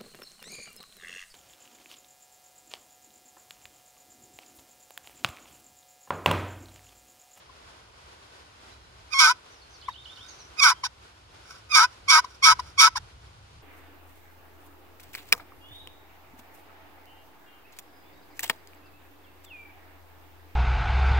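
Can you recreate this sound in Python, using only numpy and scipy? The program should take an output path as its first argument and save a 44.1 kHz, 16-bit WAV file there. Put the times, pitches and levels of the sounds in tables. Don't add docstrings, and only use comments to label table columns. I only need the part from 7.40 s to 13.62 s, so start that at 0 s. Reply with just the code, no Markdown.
import sys
import numpy as np
from scipy import signal
from scipy.fft import rfft, irfft, next_fast_len
from scipy.io import wavfile
from scipy.ndimage import uniform_filter1d

SR = 44100
rng = np.random.default_rng(int(sys.argv[2]) if len(sys.argv) > 2 else 0)


def master_out(mix):
    frames = np.transpose(np.atleast_2d(mix))
    ceiling = np.clip(frames, -1, 1)
    pcm = np.round(ceiling * 32767).astype(np.int16)
    wavfile.write(sys.argv[1], SR, pcm)


N = 274325
SIZE = next_fast_len(N + SR // 2)
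HZ = np.arange(SIZE // 2 + 1) * SR / SIZE
TIME = np.arange(N) / SR


def from_db(db):
    return 10 ** (np.asarray(db) / 20)


def rms_one(x):
    return x / np.sqrt(np.mean(x ** 2) + 1e-20)


def at_hz(points):
    hz, value = np.transpose(points)
    return np.interp(np.log(HZ + 1), np.log(hz), value)


def at_time(points):
    s, db = np.transpose(points)
    return from_db(np.interp(TIME, s, db))


def filtered(x, response):
    return irfft(rfft(x, SIZE) * response, SIZE)[..., :N]


def resonance(hz, width_hz):
    return 1j * HZ * width_hz / (hz ** 2 - HZ ** 2 + 1j * HZ * width_hz)


def drift(rate_hz):
    return rms_one(filtered(rng.standard_normal(N), 1 / (1 + 1j * HZ / rate_hz) ** 2))


def evened(x, seconds):
    width = int(seconds * SR)
    power = uniform_filter1d(uniform_filter1d(np.mean(x ** 2, axis=0), width), width)
    return x / np.sqrt(power + 1e-12)


# touch, grip, break, loudest, slowest, last ring, lift (all in seconds), whistle in Hz,
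# slip rate when loudest and slowest in Hz, wall swing when loudest, slowest and at the end in Hz,
# low-mode level when loudest and at the last ring in dB, brightness offset in dB,
# low-mode level when slowest in dB, third-tone strength 0-1, climb of the whistle to the break in seconds.
YELP_STROKES = [(1.705, 1.742, 1.795, 1.848, 1.866, 1.913, 1.936, 1090, 905, 875, 1210, 1225, 1495, -12.5, -17, 0, -15, .5, .011),
                (3.165, 3.209, 3.231, 3.266, 3.300, 3.320, 3.342, 1125, 900, 800, 1195, 1010, 1000, -11, -19, -1, -18, .9, .016),
                (4.29, 4.326, 4.350, 4.385, 4.402, 4.443, 4.469, 1180, 924, 870, 1246, 1270, 1490, -11, -14, 0, -13.5, .55, .012),
                (4.671, 4.683, 4.705, 4.755, 4.775, 4.791, 4.814, 1088, 927, 925, 1245, 1250, 1080, -11.5, -13, 0, -13, .45, .02),
                (5.016, 5.027, 5.046, 5.085, 5.112, 5.126, 5.146, 1082, 919, 895, 1300, 1280, 1050, -9.5, -14, 1, -13, .25, .016),
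                (5.369, 5.381, 5.400, 5.445, 5.462, 5.476, 5.497, 1083, 900, 890, 1310, 1310, 1050, -9.5, -13, 2, -14, .3, .016)]
# touch and length in seconds, slowest slip rate in Hz,
# low, middle and bright mode levels in dB, low-mode level at letting go in dB, roughness 0-1.
CLUCK_STROKES = [(0.09, 0.023, 990, -44, -68, -70, -48, .05),
                 (2.478, 0.039, 849, -19.5, -35, -52.5, -43.5, 0.03),
                 (3.43, 0.049, 769.7, -21.5, -29.5, -26.5, -29, .22),
                 (4.838, 0.023, 948.7, -24, -38, -37, -31, .18),
                 (5.186, .028, 948.6, -20.5, -36, -33.5, -25.5, .22),
                 (5.55, .041, 795, -21.5, -31, -28, -25, .24)]
MODE_GROUP_EDGES_HZ = [0, 1750, 2800, 20000]


def box_call():
    strokes = [yelp(*row) for row in YELP_STROKES] + [cluck(*row) for row in CLUCK_STROKES]
    strokes.sort(key=lambda rows: rows[0, 0])
    s, *columns = np.vstack(strokes).T
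    curves = [np.interp(TIME, s, column) for column in columns]
    slip_hz, wall_hz, coupling, low_db, middle_db, bright_db, rough, beat = curves
    gripping = sum((TIME > rows[0][0]) & (TIME < rows[-1][0]) for rows in strokes)
    rough, coupling = np.clip(rough, 0, 1), np.clip(coupling, 0, 1)

    force, phase = slips(slip_hz, wall_hz, coupling, rough, beat)
    grains = rough ** 1.4 * grit(phase, fading=1.2, apart=.33)
    soft = filtered(force, 1 / (1 + 1j * HZ / 7500) ** 4)
    low, middle, bright = map(box_response, MODE_GROUP_EDGES_HZ, MODE_GROUP_EDGES_HZ[1:])
    stroke = evened(filtered(force + .22 * grains, low), .006) * from_db(low_db)
    stroke += evened(filtered(force + .42 * grains, middle), .0058) * from_db(middle_db)
    stroke += evened(filtered(soft + .4 * grains, bright), .004) * from_db(bright_db)
    no_bass = (1j * HZ / (450 + 1j * HZ)) ** 3
    return filtered(gripping * stroke, no_bass) + paddle_return(low, middle, bright)


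# wall coupling, low, middle and bright mode levels in dB, roughness.
TOUCH, GRIP = (0, -57, -59, -62, .5), (0, -26, -28.5, -31, .05)
HOLD, BREAK = (0, -26, -24, -27.5, .18), (0, -22, -13.5, -13.5, .3)
RASP, LIFT = (.9, -17.5, -18.5, -15, .4), (.6, -84, -53, -59.5, -.1)
# wall coupling, middle and bright levels in dB, roughness; the low level is the yelp's own.
LOUDEST, SLOWEST = (1.7, -19.5, -17.5, .46), (.76, -26, -20, .38)
# wall coupling, middle and bright levels in dB re the low modes, roughness.
RING_STAGE = (0.25, -14.5, -9, .33)
# low, middle and bright modes in dB per second.
SQUEAK_GROWTH_DB_PER_S = (596, 1101.5, 1200)
SQUEAK_HZ, BREAK_HZ, RASP_HZ, RING_HZ = 1240, 1165, 985, 1000
WALL_HZ = 1285
GRIP_S, BREAK_S, LIFT_S, RING_FADE_DB = .007, .009, .013, -8


def yelp(touch, grip, snap, loudest, slowest, ring, lift, whistle_hz, loud_hz, slow_hz,
         wall_hz, slow_wall_hz, end_wall_hz, loud_db, ring_db, bright_db, slow_db, beat, climb):
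    squeak = max(grip - GRIP_S, touch + .001)
    swollen = np.array(TOUCH[1:4]) + (squeak - touch) * np.array(SQUEAK_GROWTH_DB_PER_S)
    ring_coupling, ring_middle_db, ring_bright_db, ring_rough = RING_STAGE
    last = np.array([ring_db, ring_db + ring_middle_db, ring_db + ring_bright_db])
    hold_end = max(snap - climb, grip + .002)
    fade = max(lift - LIFT_S, ring + .006)
    rows = np.array([
        (touch, SQUEAK_HZ, WALL_HZ, *TOUCH),
        (squeak, SQUEAK_HZ, WALL_HZ, 0, *swollen, .2),
        (grip, whistle_hz, WALL_HZ, *GRIP),
        (hold_end, whistle_hz, WALL_HZ, *HOLD),
        (snap, BREAK_HZ, WALL_HZ, *BREAK),
        (snap + BREAK_S, RASP_HZ, WALL_HZ, *RASP),
        (loudest, loud_hz, wall_hz, LOUDEST[0], loud_db, *LOUDEST[1:]),
        (slowest, slow_hz, slow_wall_hz, SLOWEST[0], slow_db, *SLOWEST[1:]),
        (ring, RING_HZ, end_wall_hz, ring_coupling, *last, ring_rough),
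        (fade, RING_HZ, end_wall_hz, LIFT[0], *(last + RING_FADE_DB), ring_rough),
        (lift, RING_HZ, end_wall_hz, *LIFT)])
    rows[:, 6] += bright_db
    return np.column_stack([rows, np.full(len(rows), beat)])


CLUCK_TOUCH_HZ, CLUCK_PEAK_HZ, CLUCK_RECOVERS_HZ_PER_S = 1142.4, 1009, 6500
CLUCK_ATTACK_S, CLUCK_RELEASE_S, CLUCK_QUIET_DB = .009, .012, -61.5
CLUCK_DIP_DB_PER_S, CLUCK_MIDDLE_LOSS_DB = -350, -16
CLUCK_CLEAR = .4


def cluck(touch, length, slow_hz, low_db, middle_db, bright_db, end_db, rough):
    peak = touch + CLUCK_ATTACK_S
    release = touch + max(length - CLUCK_RELEASE_S, CLUCK_ATTACK_S + .002)
    held = release - peak
    dip_db = (low_db + end_db) / 2 + CLUCK_DIP_DB_PER_S * held
    end_hz = min(slow_hz + CLUCK_RECOVERS_HZ_PER_S * held, CLUCK_PEAK_HZ)
    held_db = middle_db + CLUCK_MIDDLE_LOSS_DB
    end_bright_db = bright_db + (end_db - low_db) / 2
    quiet = np.minimum(CLUCK_QUIET_DB, [low_db, middle_db, bright_db])
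    clear = CLUCK_CLEAR * rough
    rows = np.array([
        (touch, CLUCK_TOUCH_HZ, WALL_HZ, 0, *quiet, clear),
        (peak, CLUCK_PEAK_HZ, WALL_HZ, 0, low_db, middle_db, bright_db - 3.5, clear),
        (peak + held / 2, slow_hz, WALL_HZ, 0, dip_db, held_db, bright_db, rough),
        (release, end_hz, WALL_HZ, 0, end_db, held_db, end_bright_db, rough),
        (touch + length, end_hz, WALL_HZ, 0, *quiet, rough)])
    return np.column_stack([rows, np.zeros(len(rows))])


def slips(slip_hz, wall_hz, coupling, rough, beat,
          jitter=.14, shimmer_db=9.5, push=.94, shift=.078, swing=.36):
    cycles = np.cumsum(slip_hz * (1 + .003 * drift(40) + .036 * rough * drift(60))) / SR
    wall = 2 * np.pi * np.cumsum(wall_hz * (1 + .0198 * rough * drift(59.3))) / SR
    whole = np.arange(1, int(cycles[-1]))
    at = np.interp(whole, cycles, np.arange(N))
    here = at.astype(int)
    chance = np.clip(rng.standard_normal((len(whole), 2)), -2, 2)
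    late_cycles = jitter * rough[here] ** 2 * chance[:, 0]
    late_cycles -= shift * coupling[here] * np.sin(wall[here])
    at = np.clip(at + late_cycles * SR / slip_hz[here], 8, N - 9)
    size = from_db(shimmer_db * rough[here] * chance[:, 1])
    size *= np.exp(push * coupling[here] * np.cos(wall[here]))

    clicks, taps = np.zeros(N), np.arange(-7, 9)[:, None]
    spots = at.astype(int) + taps
    away = spots - at
    np.add.at(clicks, spots, size * np.sinc(away) * np.cos(np.pi * away / 16) ** 2)
    third_tone = np.cos(2 * wall - 2 * np.pi * cycles)
    swinging = coupling * 2 * slip_hz / SR * (swing * np.cos(wall) + beat * third_tone)
    return clicks + swinging, cycles % 1


def grit(phase, fading, apart):
    noise = rng.standard_normal((3, N))
    clumps = from_db(2.5 * drift(70))
    return np.exp(-fading * phase) * clumps * (noise[0] + apart * noise[1:])


# frequency in Hz, width in Hz,
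# left level in dB, right level in dB, right phase lead in radians.
BOX_MODES = [(1049, 114, -7, -13, -0.1), (1327.4, 71.7, -2.5, -2.5, -0.6), (1513.4, 58, -1.5, -2.5, -0.73),
             (1840, 620, -22.5, -23.5, -2.5), (2234, 105, -17.5, -4.5, -1.87), (2480, 91, -29.5, -9.5, -2),
             (2940, 97, -28, -27, -1.5), (3316, 524, -19.5, -16.5, 3), (3860, 353, -23.5, -12.5, 1.5),
             (4244, 286, -22, -16.5, -1), (4992, 150, -24, -4, 3), (5294, 284, -14, -19, 0.8),
             (5712, 132, -10, -12, 1.63), (6320, 160, -17.5, -18, 2), (6730, 115, -20, -19.5, -0.05),
             (7000, 50, -17.5, -36, 0), (7850, 380, -30, -39.5, 3.5), (8690, 660, -24, -28, 0.54),
             (9100, 120, -35.5, -22, -3.5), (10060, 210, -33.5, -36.5, 3), (11450, 170, -39.5, -38, -6.5),
             (13000, 660, -47, -41.5, -12), (13870, 1500, -50, -46.5, -0.5)]


def box_response(low_hz, high_hz):
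    out = np.zeros((2, len(HZ)), complex)
    for k, (hz, width_hz, left_db, right_db, lead) in enumerate(BOX_MODES):
        if low_hz < hz <= high_hz:
            sides = from_db([[left_db], [right_db]]) * np.exp(1j * np.array([[0], [lead]]))
            out += (-1) ** k * sides * resonance(hz, width_hz)
    bass_loss = (resonance(728, 658) * HZ / 500) ** 3
    return out * bass_loss


# start in seconds, end in seconds,
# mid-slide gain in dB on the hiss.
RETURN_SLIDES = [(1.282, 1.45, -74), (2.62, 2.962, -55.5), (4.031, 4.214, -53), (4.497, 4.61, -56),
                 (4.868, 4.984, -54), (5.22, 5.334, -53.5), (5.496, 5.549, -65)]


def paddle_return(low, middle, bright):
    sliding = sum(from_db(db) * np.sin(np.pi * np.clip((TIME - start) / (end - start), 0, 1))
                  for start, end, db in RETURN_SLIDES)
    rub = rng.standard_normal(N) * from_db(4.1 * drift(30))
    hiss = rms_one(filtered(rub, low + middle)) + from_db(.5) * rms_one(filtered(rub, bright))
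    return sliding * hiss


# left delay in seconds, right delay in seconds, level in dB.
ECHO_PATHS = [(.006, .008, -14), (.017, 0.029, -40.5), (0.04, 0.026, -36), (.07, .083, -38.5)]


def woods(x, dull_hz=5000):
    paths = sum(from_db(db) * np.exp(-2j * np.pi * HZ * np.array([[left_s], [right_s]]))
                for left_s, right_s, db in ECHO_PATHS)
    return x + filtered(x[::-1], paths / (1 + 1j * HZ / dull_hz))


WOODS_T60_S, WOODS_DB = .3, 1


def bird():
    out = np.zeros(N)
    flutter, waver = from_db(3.5 * drift(80)), 1 + .011 * drift(150)
    for rows in song():
        s, hz, db = np.transpose(rows)
        tone = np.sin(2 * np.pi * np.cumsum(np.interp(TIME, s, hz) * waver) / SR)
        out += np.sqrt(2) * tone * from_db(np.interp(TIME, s, db, -200, -200))
    out *= flutter
    tail = rng.standard_normal((2, SR // 3)) * from_db(-60 * TIME[:SR // 3] / WOODS_T60_S)
    scatter = filtered(out, rfft(tail, SIZE) / np.sqrt(np.sum(tail[0] ** 2)))
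    return from_db([[-3], [3]]) * out + from_db(WOODS_DB) * scatter


# start, rise, fall and rebound in seconds,
# top in Hz, bottom in Hz, level at the top in dB.
BIRD_ARCHES = [(2.095, 0.035, 0.041, .001, 6200, 5200, -61.5), (2.3, .038, 0.03, .001, 6340, 5100, -60.5),
               (2.875, 0.02, 0.04, 0.021, 6600, 5060, -55.5),
               (2.985, 0.0101, .043, .015, 6250, 5100, -56.5)]
# start in seconds, length in seconds, from Hz, to Hz, mid-note level in dB.
BIRD_SLIDES = [(1.32, .025, 3950, 4000, -66), (1.438, .022, 4100, 3950, -61),
               (2.198, .045, 4950, 4000, -64), (2.318, .05, 5450, 4150, -60.5),
               (2.885, .03, 4830, 3780, -57), (2.988, .025, 4570, 3890, -58.5),
               (3.338, .075, 3140, 3256, -58)]
# seconds after its start, Hz before the pitch factor,
# dB re the level of the repeat.
WARBLE_SHAPE = [(0, 4598.5, -2), (.009, 3500, -6), (.014, 2932, -0.5), (0.027, 2991, -13),
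                (.034, 3104, 3.5), (.046, 3207, -8.5), (.056, 3550, 0.5), (.075, 3688, -5.5),
                (0.093, 3661, -6), (0.109, 3669, -14)]
# start in seconds, level in dB, pitch factor.
WARBLE_REPEATS = [(2.413, -52.5, 1.02), (2.528, -50.5, 1), (2.645, -50, 1.0), (2.76, -49.5, 1.004)]
ARCH_START_BELOW_HZ, REBOUND_HZ_PER_S, NOTE_EDGE_DB = 530, 70000, -8


def song():
    notes = []
    for s, rise, fall, back, top, bottom, db in BIRD_ARCHES:
        notes.append([(s, top - ARCH_START_BELOW_HZ, db + NOTE_EDGE_DB),
                      (s + rise / 2, top - ARCH_START_BELOW_HZ / 3, db - 3),
                      (s + rise, top, db),
                      (s + rise + fall, bottom, db - 4.5),
                      (s + rise + fall + back, bottom + REBOUND_HZ_PER_S * back, db)])
    for s, length, from_hz, to_hz, db in BIRD_SLIDES:
        notes.append([(s, from_hz, db + NOTE_EDGE_DB / 2),
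                      (s + length / 2, (from_hz + to_hz) / 2, db),
                      (s + length, to_hz, db + NOTE_EDGE_DB)])
    for s, db, pitch in WARBLE_REPEATS:
        notes.append([(s + t, hz * pitch, db + offset_db) for t, hz, offset_db in WARBLE_SHAPE])
    return notes


# frequency in Hz, relative density in dB per Hz.
AIR_SPECTRUM = [(88, -30), (150, -13.5), (352, -5), (572, -5.5), (985, -2.5), (1340, -5.5), (1480, -3),
                (1660, -9), (3040, -9.5), (5030, -12.5), (5760, -16), (10100, -25), (15500, -47.5)]
# time in seconds, level in dB.
BREEZE = [(0, -53), (2.3, -54.5), (3.2, -51), (3.7, -54), (4.8, -52.5), (5.6, -55.5), (6.22, -54.5)]


def leaves():
    return at_time(BREEZE) * outdoor_noise(from_db(at_hz(AIR_SPECTRUM)), patchy_db=1.57)


# frequency in Hz, relative density in dB per Hz.
RUMBLE_SPECTRUM = [(13, -45), (22, -10.5), (48, -2.5), (70, -0.5), (107, -3), (134, -9), (200, -19),
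                   (260, -46), (440, -120)]
# time in seconds, level in dB.
ENGINE_LEVEL = [(0.0, -60), (0.08, -60), (4.87, -56), (5.16, -49), (5.42, -54), (6.17, -49.5), (6.22, -55)]
# frequency in Hz, width in Hz, level in dB re the rumble.
FIRING_ORDERS = [(64.7, 6, -4), (101.5, 5.4, -8.5)]


def engine():
    sound = outdoor_noise(from_db(at_hz(RUMBLE_SPECTRUM)), patchy_db=2.5)
    for hz, width_hz, order_db in FIRING_ORDERS:
        order = rms_one(filtered(rng.standard_normal(N), resonance(hz, width_hz)))
        sound = sound + from_db(order_db) * order
    return rms_one(sound) * at_time(ENGINE_LEVEL)


# frequency in Hz, share common to both 0-1.
SIDE_LIKENESS = [(60, 0.89), (200, 1), (500, 0.71), (1500, 0.076), (5000, 0.13), (9000, 0.35), (12000, 1)]
AIR_LAG_S = .000435


def outdoor_noise(response, patchy_db):
    common, left, right = rng.standard_normal((3, N))
    alike = np.sqrt(np.clip(at_hz(SIDE_LIKENESS), 0, 1))
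    lag = np.exp(-2j * np.pi * HZ * AIR_LAG_S * (HZ < 9000))
    own = filtered(np.array([left, right]), response * np.sqrt(1 - alike ** 2))
    shared = filtered(common, response * alike * np.array([np.ones_like(lag), lag]))
    return rms_one(own + shared) * from_db(patchy_db * drift(4.8))


def scene():
    return woods(box_call()) + bird() + leaves() + engine()


CUTOFF_HZ = 15700


def record(dry):
    thin = signal.sosfilt(signal.butter(2, 36, "high", fs=SR, output="sos"), dry)
    rounded = thin / (1 + (np.abs(thin) / .95) ** 8) ** .125
    return signal.sosfilt(signal.ellip(12, .5, 90, CUTOFF_HZ, fs=SR, output="sos"), rounded)


dry = scene()
out = record(dry)
master_out(out)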